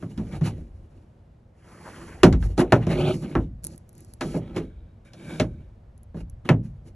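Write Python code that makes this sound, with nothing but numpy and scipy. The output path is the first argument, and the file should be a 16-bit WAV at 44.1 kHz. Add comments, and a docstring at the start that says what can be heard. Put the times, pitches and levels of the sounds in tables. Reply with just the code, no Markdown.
"""Inside a small truck camper, far traffic hums throughout and the body shudders softly on its springs under loads.
First come light knocks and scrapes, then a carpeted board is dragged out and dropped: blows boom in hollow boxes.
A wrist strap then crackles near the phone, and plywood lids scrape and are shut, down to a last hard blow.
Blows are ringing modes in a noise tail, scrapes are stick-slip grains through resonances, the rest is shaped noise.
The phone's two microphone ports hear the near treble out of step."""
import sys
import numpy as np
from scipy import signal
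from scipy.fft import rfft, irfft, next_fast_len
from scipy.io import wavfile
from scipy.ndimage import uniform_filter1d, map_coordinates

SR = 44100
rng = np.random.default_rng(int(sys.argv[2]) if len(sys.argv) > 2 else 0)


def pcm_store(signal):
    """Save signal as 16-bit PCM."""
    levels = np.round(np.clip(np.atleast_2d(signal), -1, 1) * 32767)
    wavfile.write(sys.argv[1], SR, levels.astype(np.int16).T)


N = 306495  # length [samples]

# All dB columns are relative unless a comment says otherwise.
# far traffic spectrum: (frequency [Hz], level per Hz [dB])
TRAFFIC_SPECTRUM = [(25, -33), (96, 3.5), (169, -9.5), (243, -9.5), (269, -19.5), (584, -18.5),
                    (1200, -31.5), (1680, -35), (2550, -41), (12000, -59), (15600, -97.5)]
# left-right likeness of the far sound: (frequency [Hz], correlation [0-1])
TRAFFIC_LIKENESS = [(200, 1), (900, 0.1), (3500, 0.67)]
TRAFFIC_DB = -52.5  # rms about which the hum breathes

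# the springs take a load: (time of deepest sag [s], level [dB])
LOADS = [(.5, -39.5), (2.421, -39), (3.001, -42), (3.44, -48), (4.3, -49.5), (4.65, -45.5), (5.57, -46),
         (6.298, -43.5), (6.8, -48.5)]
# body rocking on its springs: (frequency [Hz], level per Hz [dB])
SHUDDER_SPECTRUM = [(20, -7.5), (52, 8), (85, 4.5), (130, -4.5), (500, -120)]
SAG_DB_PER_S, SETTLE_DB_PER_S, REST_DB = 43.5, 46, -64  # rise, fall and floor of the shudder

# crackles of the wrist strap: (time [s], level [dB])
STRAP_TICKS = [(3.6365, -31), (3.6423, -16.5), (3.6484, -16), (3.6686, -18), (3.7605, -41), (3.7788, -34),
               (3.8925, -36), (3.93, -45.5), (3.9524, -40), (3.9802, -36.5), (4.0064, -34), (4.048, -37.5),
               (4.137, -30), (5.285, -45), (5.9783, -44), (6.0322, -40), (6.2103, -46), (6.2986, -37)]

# strokes of an edge over wood and carpet: (start [s], rise [s], hold [s], release t60 [s],
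# groan level [dB], rasp level [dB], hiss level [dB])
STROKES = [(0, 0.0015, 0.15, 0.65, -47, -61.5, -64.5), (0.128, 0.039, 0.014, 2.9, -42, -62, -64.5),
           (0.299, 0.037, 0.019, 0.19, -38.5, -49.5, -59),
           (0.415, 0.039, 0.029, 0.093, -34.5, -41.5, -48.5), (0.483, 0.022, 0.072, 0.37, -43, -68, -76),
           (1.522, 0.38, 0.12, 1.6, -46, -47.5, -55.5), (2.38, 0.03, 0.052, 0.36, -41.5, -60, -56),
           (2.568, 0.031, 0.021, 0.077, -22, -33.5, -42), (2.648, 0.027, 0.15, .1, -39, -54, -65.5),
           (2.723, 0.037, 0.0084, 0.083, -42, -37, -50), (2.786, 0.051, 0.079, 0.092, -36.5, -46.5, -63),
           (2.865, 0.027, 0.017, 0.49, -23, -37, -49.5), (2.927, 0.086, .1, 0.094, -22, -34.5, -48.5),
           (3.111, 0.015, 0.062, 0.36, -34, -56, -53), (3.193, 0.053, 0.16, 0.18, -34.5, -52.5, -61.5),
           (3.616, 0.042, 0.019, 0.42, -40, -59.5, -54.5), (3.845, .15, 0.063, 0.82, -53.5, -71.5, -65),
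           (4.195, 0.043, 0.14, 0.1, -34, -50, -52), (4.37, 0.06, 0.2, 0.17, -39.5, -55.5, -71),
           (4.536, 0.044, 0.0039, 0.23, -25.5, -44.5, -53.5), (4.623, 0.04, 0.2, 0.53, -59, -71, -90),
           (5.047, 0.004, 0.021, .2, -52, -57, -64.5), (5.092, .22, 0.091, 0.26, -37.5, -46, -54.5),
           (5.453, 0.062, 0.11, 0.63, -52, -69, -79.5), (6.135, 0.036, 0.041, 0.084, -38.5, -57, -63),
           (6.446, 0.0098, 0.04, 0.22, -36.5, -50, -63), (6.62, 0.018, 0.008, 0.39, -76.5, -66, -68),
           (6.836, 0.029, 0.012, 0.15, -46, -66, -66)]
PRESS = 1.27  # power of the rise: above 1 it starts slowly
# hollow boxes groaning: (frequency [Hz], width [Hz], level [dB])
GROAN = [(155, 27, 5), (235.4, 57, -1), (333, 37, 2), (570.7, 130, -12)]
# box under the sliding board: (frequency [Hz], width [Hz], level [dB])
CHATTER = [(148, 13, 2.5), (254.3, 26, -5), (368, 16, 3.5), (620, 50, -8), (846, 23, -16)]
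# the board slides over that box: (from [s], to [s])
SLIDE_S = (2.86, 3.14)
# hiss of the carpet pile: (frequency [Hz], level per Hz [dB])
HISS_SPECTRUM = [(3000, -22.5), (4500, 1), (6000, -2.5), (8000, 1), (10500, 2.5), (12000, -16.5),
                 (14000, -37.5)]
# bare board edge: (frequency [Hz], width [Hz], level [dB])
EDGE = [(786, 130, 1.5), (1250, 110, -2), (1450, 230, -5), (2300, 740, -5.5), (2905, 320, -3.5),
        (3800, 1000, -12.5)]
# board on the carpet pile: (frequency [Hz], width [Hz], level [dB])
PILE = [(440.2, 400, -2.5), (1100, 790, -3), (1810, 700, -3), (3150, 790, -13)]
# board grinding along a rail: (frequency [Hz], width [Hz], level [dB])
RAIL = [(2446, 580, 0), (4520, 350, -10.5)]
# lid rising on its hinge: (frequency [Hz], width [Hz], level [dB])
LIFT = [(1305, 26, 5), (1524, 64, -8), (2550, 32, -9), (3346, 45, -6)]
# lid on its hinge: (frequency [Hz], width [Hz], level [dB])
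HINGE = [(607, 174, 1), (1570, 175, 0.5), (2300, 110, 3.5), (3130, 490, -7.5), (3760, 220, -2.5)]
# what else rubs besides the bare edge: (from [s], to [s], resonances, share [0-1], grip swing [dB])
SURFACES = [(1.405, 2.231, PILE, 0.93, 1.5), (2.975, 3.139, RAIL, 0.5, 2.5),
            (4.262, 4.551, LIFT, 0.39, 1.5), (4.661, 5.751, HINGE, 0.95, -1)]
EDGE_GRIP_DB = 3  # grip swing of the bare edge

# blows of wood on wood: (time [s], contact time constant [ms], boom level [dB],
# hollow note of the box [Hz], its level [dB], knock level [dB],
# dry note of the board [Hz], its level [dB], crack level [dB])
BLOWS = [(0.0246, 0.44, -37, 143, -17.5, -35.5, 1250, -34.5, -60.5),
         (0.176, 1.4, -23, 215, -19, -41, 1420, -39, -42),
         (0.1938, 0.82, -36, 152, -31.5, -32.5, 984, -36, -80),
         (0.3227, 3.5, -42, 146, -24, -41.5, 1740, -38.5, -43.5),
         (0.411, 2.2, -23, 155, -10, -31.5, 1770, -39, -45),
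         (0.458, 4.9, -48.5, 808, -36, -37.5, 2140, -37.5, -30),
         (2.2324, 1.6, -7.5, 366.7, -1.5, -4, 963, -3.5, -11),
         (2.236, 3.5, -13, 168, -2, -13, 1640, -14, -34),
         (2.326, 0.9, -5, 97.4, -9.5, -27.5, 1124, -27, -34.5),
         (2.4253, 0.83, -8, 140, -26, -45, 1570, -34.5, -47),
         (2.488, 3.3, -30.5, 470, -41.5, -40, 760, -48, -67),
         (2.578, 1.1, -41.5, 299.5, -12, -19, 1310, -27.5, -30),
         (2.6014, 11.7, -41.5, 357.3, -8.5, -9, 969, -14.5, -29),
         (2.722, 0.75, -16, 121, -7.5, -3.5, 1470, -7.5, -22),
         (2.8671, 1.3, -19.5, 163, -15.5, -19.5, 1570, -34, -38.5),
         (3.029, 8.4, -29.5, 148, -11, -36, 2300, -31, -51),
         (3.3528, 0.33, -12, 329.6, -12, -17.5, 1329, -15, -43.5),
         (4.2087, 2.85, -42, 256, -26.5, -21, 1300, -20.5, -25),
         (4.228, 2.8, -49, 331, -25.5, -25, 790, -34.5, -49.5),
         (4.34, 21.5, -26.5, 169, -15, -13, 1300, -26, -37),
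         (4.562, 4, -33, 326.3, -18, -29.5, 1054, -28, -31),
         (4.6, 5.9, -36, 424.6, -24.5, -36, 800, -39, -61),
         (5.1338, 0.66, -54, 331, -57, -43, 1470, -54.5, -44.5),
         (5.3986, 0.97, -16.5, 619, -19.5, -13.5, 2230, -19, -23.5),
         (6.1442, 1.35, -41, 179, -21, -35.5, 943, -44, -64.5),
         (6.4901, 0.53, -18, 125.6, -3.5, -11.5, 2603, -15, -27.5)]
# plywood modes: (frequency [Hz], level [dB], t60 [s])
WOOD_MODES = [(52.7, -1.5, 0.81), (108.9, -1.5, 0.34), (165.3, -1.5, 0.26), (262.3, -3, 0.18),
              (355.8, 1, 0.11), (513.6, -9, 0.11), (615.4, -3, 0.12), (790, -7.5, 0.061),
              (1035.4, -13, 0.1), (1300, -9, 0.09), (1657, -6.5, 0.058)]
# reverberation of the cabin: (frequency [Hz], t60 [s])
CABIN_T60 = [(50, 0.72), (150, 0.48), (400, 0.22), (1200, 0.11), (4000, 0.087), (12000, 0.11)]
BOOM_HZ, KNOCK_HZ, CRACK_HZ = 75, 580, 4200

# lead of the left port for near sound: (frequency [Hz], phase [rad])
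LEFT_LEAD = [(0, 0), (1380, -0.1), (3010, 1.1), (4130, 0.9), (4570, 1.9), (5250, 5.0), (5680, 6.1),
             (8350, 9.1), (9650, 9.6), (11500, 12.1), (13900, 12.9), (16000, 16.2)]
# port balance: (frequency [Hz], level up at the right and down at the left [dB])
RIGHT_LOUDER = [(40, -0.33), (300, 0.57), (2500, 0.03), (12000, 0.77)]
TOP_HZ = 16400  # band limit of the phone


def amp(db):
    """Gain of a level in dB."""
    return 10 ** (np.asarray(db) / 20)


def unit(x):
    """x at rms 1."""
    return x / np.sqrt(np.mean(x ** 2) + 1e-20)


def along(points, hz):
    """Values between (Hz, value) points, read on a log frequency axis."""
    f, v = np.transpose(sorted(points))
    return np.interp(np.log(hz + 1), np.log(f + 1), v)


def wobble(rate):
    """A smooth random curve through `rate` random knots a second."""
    knots = rng.standard_normal(int(N * rate / SR) + 4)
    return map_coordinates(knots, [np.arange(N) * rate / SR])


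def filtered(x, response):
    """x times a complex response of frequency."""
    m = next_fast_len(x.shape[-1] + 8192)
    spectrum = rfft(x, m) * response(np.fft.rfftfreq(m, 1 / SR))
    return irfft(spectrum, m)[..., :x.shape[-1]]


def causal(x, spectrum):
    """x coloured by (Hz, dB) points at minimum phase, so nothing sounds before its start."""
    gain = amp(along(spectrum, np.fft.rfftfreq(4096, 1 / SR)))
    cepstrum = irfft(np.log(gain))
    cepstrum[1:2048] *= 2  # fold the backward half of the cepstrum onto the forward half
    cepstrum[2049:] = 0
    impulse = irfft(np.exp(rfft(cepstrum)))
    return signal.fftconvolve(x, impulse)[:len(x)]


def resonant(modes):
    """Response of (Hz, width, dB) resonances of wood, which passes little above the last one."""
    def response(f):
        total = 0
        for k, (centre, width, db) in enumerate(modes):
            peak = 1j * f * width / (centre ** 2 - f ** 2 + 1j * f * width)
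            total = total + (-1) ** k * amp(db) * peak  # neighbours in opposite phase
        rolloff = 1 / (1 + 1j * f / (1.4 * modes[-1][0])) ** 2
        return rolloff * total
    return response


def traffic():
    """A far, slowly breathing hum: alike at both ports in the bass, less so higher up."""
    def mid_and_side(hz):
        turn = np.arccos(np.clip(along(TRAFFIC_LIKENESS, hz), -1, 1)) / 2
        return amp(along(TRAFFIC_SPECTRUM, hz)) * [np.cos(turn), np.sin(turn)]

    mid, side = filtered(rng.standard_normal((2, N)), mid_and_side)
    breathing = amp(TRAFFIC_DB + 0.68 * wobble(1.8))
    return breathing * unit(np.array([mid + side, mid - side]))


def rocking():
    """The body on its springs shudders under each load and settles: low noise swelling and fading."""
    s, db = np.transpose(LOADS)
    t = np.arange(N)[:, None] / SR - s
    load_db = db - np.maximum(-SAG_DB_PER_S * t, SETTLE_DB_PER_S * t)
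    shudder = np.sqrt(np.sum(amp(load_db) ** 2, axis=1) + amp(REST_DB) ** 2)  # powers add
    rumble = unit(filtered(rng.standard_normal(N), lambda f: amp(along(SHUDDER_SPECTRUM, f))))
    return shudder * amp(6.0) * rumble


def strap():
    """Dry snaps of noise, gone in milliseconds, with a faint short echo off the walls."""
    out, t = np.zeros(N + SR), np.arange(SR // 20) / SR
    colour = [(500, -32.5), (3000, -31.5), (7000, -17.5), (10800, -7.0), (13000, -36.0), (17000, -27.5)]
    envelope = amp(-60 * t / .004) + amp(-17 - 60 * t / .04)  # snap + echo
    for s, db in STRAP_TICKS:
        snap = envelope * rng.standard_normal(len(t))
        out[round(s * SR):][:len(t)] += amp(db + 11.5) * causal(snap, colour)
    return out[:N]


def strokes():
    """Gains of groan, rasp and hiss: each stroke rises, holds and lets go; powers add."""
    start, rise, hold, t60, *levels_db = np.transpose(STROKES)
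    t = np.arange(N)[:, None] / SR - start
    attack = np.clip(t / rise, 0, 1) ** PRESS
    release = amp(-60 * np.maximum(t - rise - hold, 0) / t60)
    power = (attack * release) ** 2 @ amp(levels_db).T ** 2
    return np.sqrt(power).T


def patchy(x, depth_db):
    """x with its colour shifting at random as the point of contact moves."""
    z = signal.stft(x, nperseg=256)[2]
    field = uniform_filter1d(rng.standard_normal(z.shape), size=4, axis=0)  # smooth over pitch
    field = uniform_filter1d(field, size=14, axis=1)  # and over time
    return signal.istft(z * amp(depth_db * unit(field)), nperseg=256)[1][:N]


def drag():
    """Stick and slip: uneven grains drive the hollow boxes, the board's edge or a lid, and the carpet pile."""
    groan, rasp, hiss = strokes()
    seconds = np.arange(N) / SR
    spans = [np.digitize(seconds, (start, end)) == 1 for start, end, *_ in SURFACES]
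    grip_db = wobble(35) * np.select(spans, [db for *_, db in SURFACES], EDGE_GRIP_DB)

    def grains(rate, spread_db):
        return amp(spread_db * wobble(rate) + grip_db) * rng.standard_normal(N)

    def ring(grain, modes):
        return unit(filtered(grain, resonant(modes)))

    rub = patchy(grains(300, 1.8), depth_db=2.5)
    bare = ring(rub, EDGE)
    blends = [unit(share * ring(rub, modes) + (1 - share) * bare) for _, _, modes, share, _ in SURFACES]
    edge = np.select(spans, blends, bare)

    body = grains(65, 0.93)
    sliding = np.digitize(seconds, SLIDE_S) == 1
    boxes = np.where(sliding, ring(body, CHATTER), ring(body, GROAN))

    pile = unit(filtered(grains(460, 0.84), lambda f: amp(along(HISS_SPECTRUM, f))))
    return groan * boxes + rasp * edge + hiss * pile


def blows():
    """Each blow cracks, rings the plywood at new strengths and dies away in the cabin, bass lasting longest."""
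    out, t = np.zeros(N + SR), np.arange(SR // 2) / SR
    hz, frames = np.fft.rfftfreq(512, 1 / SR), np.arange(175) * 128 / SR
    pink = np.sqrt(300 / (hz[:, None] + 250))  # flat at the bottom, pink higher up
    fading = pink * amp(-60 * frames / along(CABIN_T60, hz)[:, None])
    for (s, contact_ms, boom_db, hollow_hz, hollow_db, knock_db,
         dry_hz, dry_db, crack_db) in BLOWS:
        ring = np.zeros(len(t))
        for f, db, t60 in [*WOOD_MODES, (hollow_hz, 3, .15), (dry_hz, -4, .06)]:
            decay = amp(db + rng.normal(0, 0.52) - 60 * t / t60)
            buildup = 1 - np.exp(-t * f / 0.72)  # about a cycle, so the bass comes after the crack
            ring += decay * buildup * np.sin(2 * np.pi * f * t)

        z = signal.stft(rng.standard_normal(len(t)), nperseg=512, noverlap=384)[2]
        tail = signal.istft(z * fading[:, :z.shape[1]], nperseg=512, noverlap=384)[1][:len(t)]
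        tail = tail * (1 - np.exp(-t / 0.0026))
        crack = amp(15.0 - 60 * t / 0.012) * rng.standard_normal(len(t))

        colour = [(20, boom_db - 21.5), (BOOM_HZ, boom_db), (hollow_hz, hollow_db),
                  (KNOCK_HZ, knock_db), (dry_hz, dry_db), (CRACK_HZ, crack_db),
                  (11000, crack_db - 9.5), (14000, crack_db - 61.5)]
        blow = causal(crack + amp(-2.5) * ring + amp(15) * tail, colour)
        contact = 1 - np.exp(-1000 * t / contact_ms)  # a longer contact softens the onset
        out[round(s * SR):][:len(t)] += amp(-2.0) * contact * blow
    return out[:N]


def ports(x):
    """Near sound reaches the two ports with a phase gap, wide in the treble, and a slight level difference."""
    def left_and_right(hz):
        gap = np.interp(hz, *np.transpose(LEFT_LEAD))
        balance_db = np.outer([-1, 1], along(RIGHT_LOUDER, hz))
        return np.exp(.5j * gap * [[1], [-1]]) * amp(balance_db)

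    pair = filtered(x, left_and_right)
    # reflections in the cabin shift the balance from moment to moment
    flutter_spectrum = [(60, -53.0), (600, -16), (2500, -18.5), (5000, -11.5)]
    flutter = filtered(x * wobble(130), lambda hz: amp(along(flutter_spectrum, hz)))
    return pair + np.array([flutter, -flutter])


def scene():
    """All sources at the two ports; only the traffic is far."""
    near = rocking() + strap() + drag() + blows()
    return traffic() + ports(near)


def record(dry):
    """The phone rounds off the loudest peaks and keeps nothing above its band limit."""
    soft = dry / (1 + np.abs(dry / .92) ** 6) ** (1 / 6)
    return filtered(soft, lambda hz: hz < TOP_HZ)


dry = scene()
out = record(dry)
pcm_store(out)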